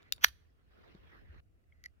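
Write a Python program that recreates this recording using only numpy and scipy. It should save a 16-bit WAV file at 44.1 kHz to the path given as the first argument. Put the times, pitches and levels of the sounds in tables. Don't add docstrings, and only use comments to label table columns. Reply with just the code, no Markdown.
import sys
import numpy as np
from scipy import signal
from scipy.fft import rfft, irfft
from scipy.io import wavfile
from scipy.ndimage import uniform_filter1d

SR = 44100
rng = np.random.default_rng(int(sys.argv[2]) if len(sys.argv) > 2 else 0)


def volts_from_decibels(level):
    exponent = np.asarray(level, float) / 20
    return 10 ** exponent


def int16_out(signal):
    q = np.round(np.clip(np.atleast_2d(signal).T, -1, 1) * 32767)
    wavfile.write(sys.argv[1], SR, q.astype(np.int16))


N = 88200


def evened(x):
    return x / np.sqrt(np.mean(x ** 2) + 1e-20)


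def read(points, hz):
    point_hz, value = np.transpose(points)
    return np.interp(np.log(hz + 1), np.log(point_hz + 1), value)


def add(mix, start_s, sound):
    part = mix[:, round(start_s * SR):][:, :sound.shape[1]]
    part += sound[:, :part.shape[1]]


# frequency in Hz, left minus right in dB.
SIDE_BALANCE = [(300, 0), (1300, -6), (3000, 0.5), (6000, 5), (15000, -0.5)]


def noise(colour, same, length, patchy_db=0., flicker_db=0., size=512):
    frames, hz = length * 4 // size + 5, np.fft.rfftfreq(size, 1 / SR)
    a, b, c, d, patch = rng.standard_normal((frames, len(hz), 5)).T
    patch = uniform_filter1d(patch, size=6, axis=0)
    patch = evened(uniform_filter1d(patch, size=14, axis=1))
    flicker = evened(uniform_filter1d(rng.standard_normal(frames), size=3))
    likeness = np.clip(read(same, hz), -1, 1)[:, None]
    left = a + 1j * b
    right = likeness * left + np.sqrt(1 - likeness ** 2) * (c + 1j * d)
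    half_side = read(SIDE_BALANCE, hz)[:, None] / 2
    level_db = read(colour, hz)[:, None] + patchy_db * patch + flicker_db * flicker
    spectra = np.array([left, right]) * volts_from_decibels(level_db) * volts_from_decibels(np.array([half_side, -half_side]))
    return evened(signal.istft(spectra, nperseg=size, noverlap=size * 3 // 4)[1][:, :length])


# time in seconds, wind rumble level in dB, sleeve rustle level in dB.
AIR_LEVELS = [(0, -70.5, -66.5), (.11, -63.5, -70.5), (.2, -64.5, -70.5), (.45, -66.5, -78.5),
              (.62, -66.5, -79), (.74, -65, -67.5), (.84, -66.5, -63.5), (1.0, -60, -65), (1.15, -62, -62),
              (1.26, -58.5, -67), (1.36, -58, -65.5), (1.4037, -60, -66.5), (1.4042, -65.5, -87.5),
              (2, -66, -82)]
# frequency in Hz, relative level in dB per Hz.
RUMBLE_COLOUR = [(12, -50.5), (20, -22.5), (70, 0), (114, -15.5), (416, -27), (700, -36), (910, -63),
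                 (1540, -120)]
# frequency in Hz, likeness from -1 to 1.
RUMBLE_LIKENESS = [(30, .3), (400, 0.0048)]


def wind_rumble():
    time_s, rumble_db, _ = np.transpose(AIR_LEVELS)
    level = volts_from_decibels(np.interp(np.arange(N) / SR, time_s, rumble_db))
    return noise(RUMBLE_COLOUR, RUMBLE_LIKENESS, N, patchy_db=1.0, size=2048) * level


# frequency in Hz, relative level in dB per Hz.
RUSTLE_COLOUR = [(88, -32.5), (150, -3), (297, -10.5), (356, -1), (846, -15), (1390, -9), (1910, -10),
                 (3850, -22), (5500, -30), (8000, -50), (13000, -38)]
# frequency in Hz, likeness from -1 to 1.
RUSTLE_LIKENESS = [(60, 0.45), (180, -0.61), (4970, -0.34)]


def sleeve_rustle():
    time_s, _, rustle_db = np.transpose(AIR_LEVELS)
    level = volts_from_decibels(np.interp(np.arange(N) / SR, time_s, rustle_db))
    return noise(RUSTLE_COLOUR, RUSTLE_LIKENESS, N, patchy_db=3.0, flicker_db=1.4531) * level


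# frequency in Hz, relative level in dB per Hz.
HISS_COLOUR = [(410, -29.5), (700, 0), (1020, -18.5), (1260, -4.5), (1850, -14.5), (2890, -7.5),
               (3050, -17), (16200, -19.5)]


def hiss():
    return noise(HISS_COLOUR, [(1, .05)], N, patchy_db=0.67) * volts_from_decibels(-88)


def ring(rings, rise_swings, tilt=0.):
    hz, t60, left_db, right_db = np.transpose(rings)[:, :, None]
    lag_s = np.array([0, 0.00033])[:, None, None]
    t = np.maximum(np.arange(3000) / SR - lag_s, 0)
    db = np.array([left_db, right_db]) + tilt * np.log2(hz / 3000) - 60 * t / t60
    sign = (-1.) ** np.arange(len(rings))[:, None]
    build_up = np.sin(np.pi / 2 * np.minimum(t * hz / rise_swings, 1)) ** 2
    return (sign * build_up * volts_from_decibels(db) * np.sin(2 * np.pi * hz * t)).sum(1)


# frequency in Hz, relative level in dB per Hz.
CRACK_COLOUR = [(300, -30), (750, -16.5), (1080, -29.5), (1350, -4), (3000, -0.5), (5000, -10.5),
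                (5900, -2.5), (8100, -32), (10000, -18.5), (13800, -9.5), (16200, -20.5)]


def blows(table, rings, rise_swings, crack_db):
    contact_s, crack_rise_s, crack_t60 = 0.0014, 0.00014, .012
    out, t = np.zeros((2, N)), np.arange(2048) / SR
    touch_t = t[:100]
    for start_s, db, tilt in table:
        roughness = 0.072 * np.exp(-touch_t / contact_s) * rng.standard_normal(100)
        contact = (touch_t == 0) + roughness
        ringing = signal.fftconvolve(ring(rings, rise_swings, tilt), contact[None], axes=1)[:, :2048]
        colour = [(hz, level + tilt * np.log2(hz / 3000)) for hz, level in CRACK_COLOUR]
        fade = np.minimum(t / crack_rise_s, 1) * volts_from_decibels(crack_db - 60 * t / crack_t60)
        crack = noise(colour, [(1, .3)], 2048) * fade
        add(out, start_s, (ringing / 2 + crack) * volts_from_decibels(db))
    return out


def scrape(slide, rings):
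    start_s, end_s, end_db, growth_db, tilt = slide
    t = np.arange(start_s, end_s, 1 / SR)
    friction = rng.standard_normal(len(t)) * volts_from_decibels(end_db + growth_db * (t - end_s) / (end_s - start_s))
    body, out = ring(rings, 0.9884, tilt), np.zeros((2, N))
    add(out, start_s, signal.fftconvolve(body / np.linalg.norm(body), friction[None], axes=1))
    return out


# frequency in Hz, time to fall 60 dB in seconds, relative left level in dB, right level in dB.
LATCH_RINGS = [(594, 0.014056, -22, -19), (1450, 0.014, -25, -19), (2423, .01, -17.5, -12),
               (2760, 0.012, -16, -15), (3680, .012, -1.5, 0.54), (4480, 0.0083, 0, -11.5),
               (5550, 0.0061, -4.5, -13), (7004, 0.012, -6.5, -26), (9915, .005, -8.5, -15.5),
               (13620, .006, -11, -7), (14925, .005, -12, -12.5)]
# start in seconds, relative level in dB, tilt in dB per octave about 3 kHz.
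LATCH_CLICKS = [(.023, -59, 0.4), (.0292, -52.5, -4.5), (.1232, -13.5, 2), (.1334, -36, 2),
                (.1804, -47, -9), (.95, -52.5, -8)]


def latch():
    return blows(LATCH_CLICKS, LATCH_RINGS, rise_swings=0.46, crack_db=-16.5)


# frequency in Hz, time to fall 60 dB in seconds, relative left level in dB, right level in dB.
HAMMER_RINGS = [(1458, .014, -19.5, -8.5), (1979, 0.016, 6, 8.5), (2993, 0.0076, -17.5, -17),
                (4132, .008, -5.5, -9.5), (4650, 0.0101, -2, -4.5), (5604, 0.0077, -5, -17),
                (6540, 0.0055, -2.5, -18.5), (10770, 0.0033, -6, -12.5)]
# start in seconds, end in seconds, final relative level in dB,
# growth in dB, tilt in dB per octave about 3 kHz.
HINGE_SLIDE = (.05, 0.0918, -64.5, 3.5, -6)


def hinge():
    return scrape(HINGE_SLIDE, HAMMER_RINGS)


# frequency in Hz, time to fall 60 dB in seconds, relative left level in dB, right level in dB.
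FRAME_RINGS = [(480, .014, -23, -21), (760, 0.012, -22, -17), (1371.5, 0.011, -24.5, 1.5),
               (1785, 0.011, -9, -1.5), (2440, 0.013, -10.5, -2.5), (2843.6, 0.0087, -6, -10.5),
               (3270, 0.0088, -3, -9), (4093, 0.023, -14, -16), (4716, 0.013, -12.5, -11),
               (5715, 0.0097, -2.5, -12), (6500, 0.0036, -7.5, -11), (10208, 0.0055, -23, -23),
               (11945, 0.0021, -14.5, -19), (13650, 0.0035, -9, -5), (14800, .005, -11, -13)]
# start in seconds, end in seconds, final relative level in dB,
# growth in dB, tilt in dB per octave about 3 kHz.
BARREL_SLIDE = (.209, 0.2481, -24.5, 37, 0.85)
# start in seconds, relative level in dB, tilt in dB per octave about 3 kHz.
SNAP_BLOWS = [(.2378, -21, 1.05), (.2408, -12.5, 1.5), (.2441, 1.3329, 0.1178)]


def barrels_shut():
    snap = blows(SNAP_BLOWS, FRAME_RINGS, rise_swings=1.3, crack_db=-14)
    return snap + scrape(BARREL_SLIDE, FRAME_RINGS)


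# start in seconds, level in dB, frequency in Hz, time to fall 60 dB in seconds.
TICKS_AND_BUMPS = [(.243, -44, 189.6, 0.030915), (0.269, -41.5, 65, 0.1307), (.449, -65, 1797, 0.0174),
                   (.948, -38, 182, 0.0285), (.949, -44, 341.5, 0.022), (1.292, -40.5, 73, 0.15445),
                   (1.384, -71, 6365, 0.0163), (1.7227, -51.5, 2150, 0.0189), (1.7238, -67, 3216, 0.019)]


def bumps():
    out, t = np.zeros((2, N)), np.arange(SR // 4) / SR
    for start_s, db, hz, t60 in TICKS_AND_BUMPS:
        soft_start = np.minimum(t * np.minimum(hz, 400), 1)
        swing = volts_from_decibels(db - 60 * t / t60) * soft_start * np.sin(2 * np.pi * hz * t)
        add(out, start_s, swing * volts_from_decibels(np.array([[1.5], [-1.5]])))
    return out


# start in seconds, relative level in dB, tilt in dB per octave about 3 kHz.
HAMMER_CLICKS = [(1.6388, -67.5, -5.5), (1.8388, -35.5, 1.5), (1.8465, -52.5, -12), (1.852, -46, -4.5),
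                 (1.8585, -32, 0.5), (1.883, -62.5, -3)]
# start in seconds, end in seconds, final relative level in dB,
# growth in dB, tilt in dB per octave about 3 kHz.
HAMMER_SLIDE = (1.715, 1.89, -75, 4.5, -5)


def hammer():
    clicks = blows(HAMMER_CLICKS, HAMMER_RINGS, rise_swings=5.2, crack_db=-22)
    return clicks + scrape(HAMMER_SLIDE, HAMMER_RINGS)


# frequency in Hz, time to fall 60 dB in seconds.
TREE_DECAY = [(1200, 0.48), (4000, 0.51), (14000, 0.4)]
# frequency in Hz, gain in dB.
RETURN_COLOUR = [(600, -7), (1300, -2.5), (3200, -3), (4500, 6), (5800, -2.5), (9500, 8), (14500, -3)]


def wood(x):
    trees_db, near_db, echo_db = -37.5, -19, -32.5
    near_t60, near_end_s = 0.12, 0.08
    echo_s, echo_smear_s = .0375, 0.00499
    length = SR // 2
    hz, t, spectra = signal.stft(rng.standard_normal((2, length)), SR, nperseg=256)
    spectra = spectra * volts_from_decibels(-60 * t / read(TREE_DECAY, hz)[:, None])
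    trees = signal.istft(spectra, SR, nperseg=256)[1][:, :length]
    t = np.arange(length) / SR
    near = rng.standard_normal((2, length)) * volts_from_decibels(-60 * t / near_t60) / (1 + (t / near_end_s) ** 6)
    echo = rng.standard_normal((2, length)) * (t > echo_s) * np.exp(-abs(t - echo_s) / echo_smear_s)
    parts = [(trees_db, trees), (near_db, near), (echo_db, echo)]
    answer = sum(volts_from_decibels(db) * part / np.linalg.norm(part[0]) for db, part in parts)
    answer = np.clip(t / .006, 0, 1) * answer
    answer = irfft(rfft(answer) * volts_from_decibels(read(RETURN_COLOUR, np.fft.rfftfreq(length, 1 / SR))), length)
    both_sides = x + 0.33 * x[::-1]
    return signal.fftconvolve(both_sides, answer, axes=1)[:, :N]


def scene():
    small = latch() + hinge() + hammer()
    snap = barrels_shut()
    no_bass = signal.butter(2, 260, "high", fs=SR, output="sos")
    small, snap = signal.sosfilt(no_bass, [small, snap])
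    answer = wood(snap + volts_from_decibels(-7.5) * small)
    air = wind_rumble() + sleeve_rustle() + hiss()
    return small + snap + answer + bumps() + air


def top_cut(x):
    return signal.sosfilt(signal.butter(12, 16320, fs=SR, output="sos"), x)


def record(dry):
    mix = np.clip(dry, -1, 1)
    return top_cut(mix)


dry = scene()
out = record(dry)
int16_out(out)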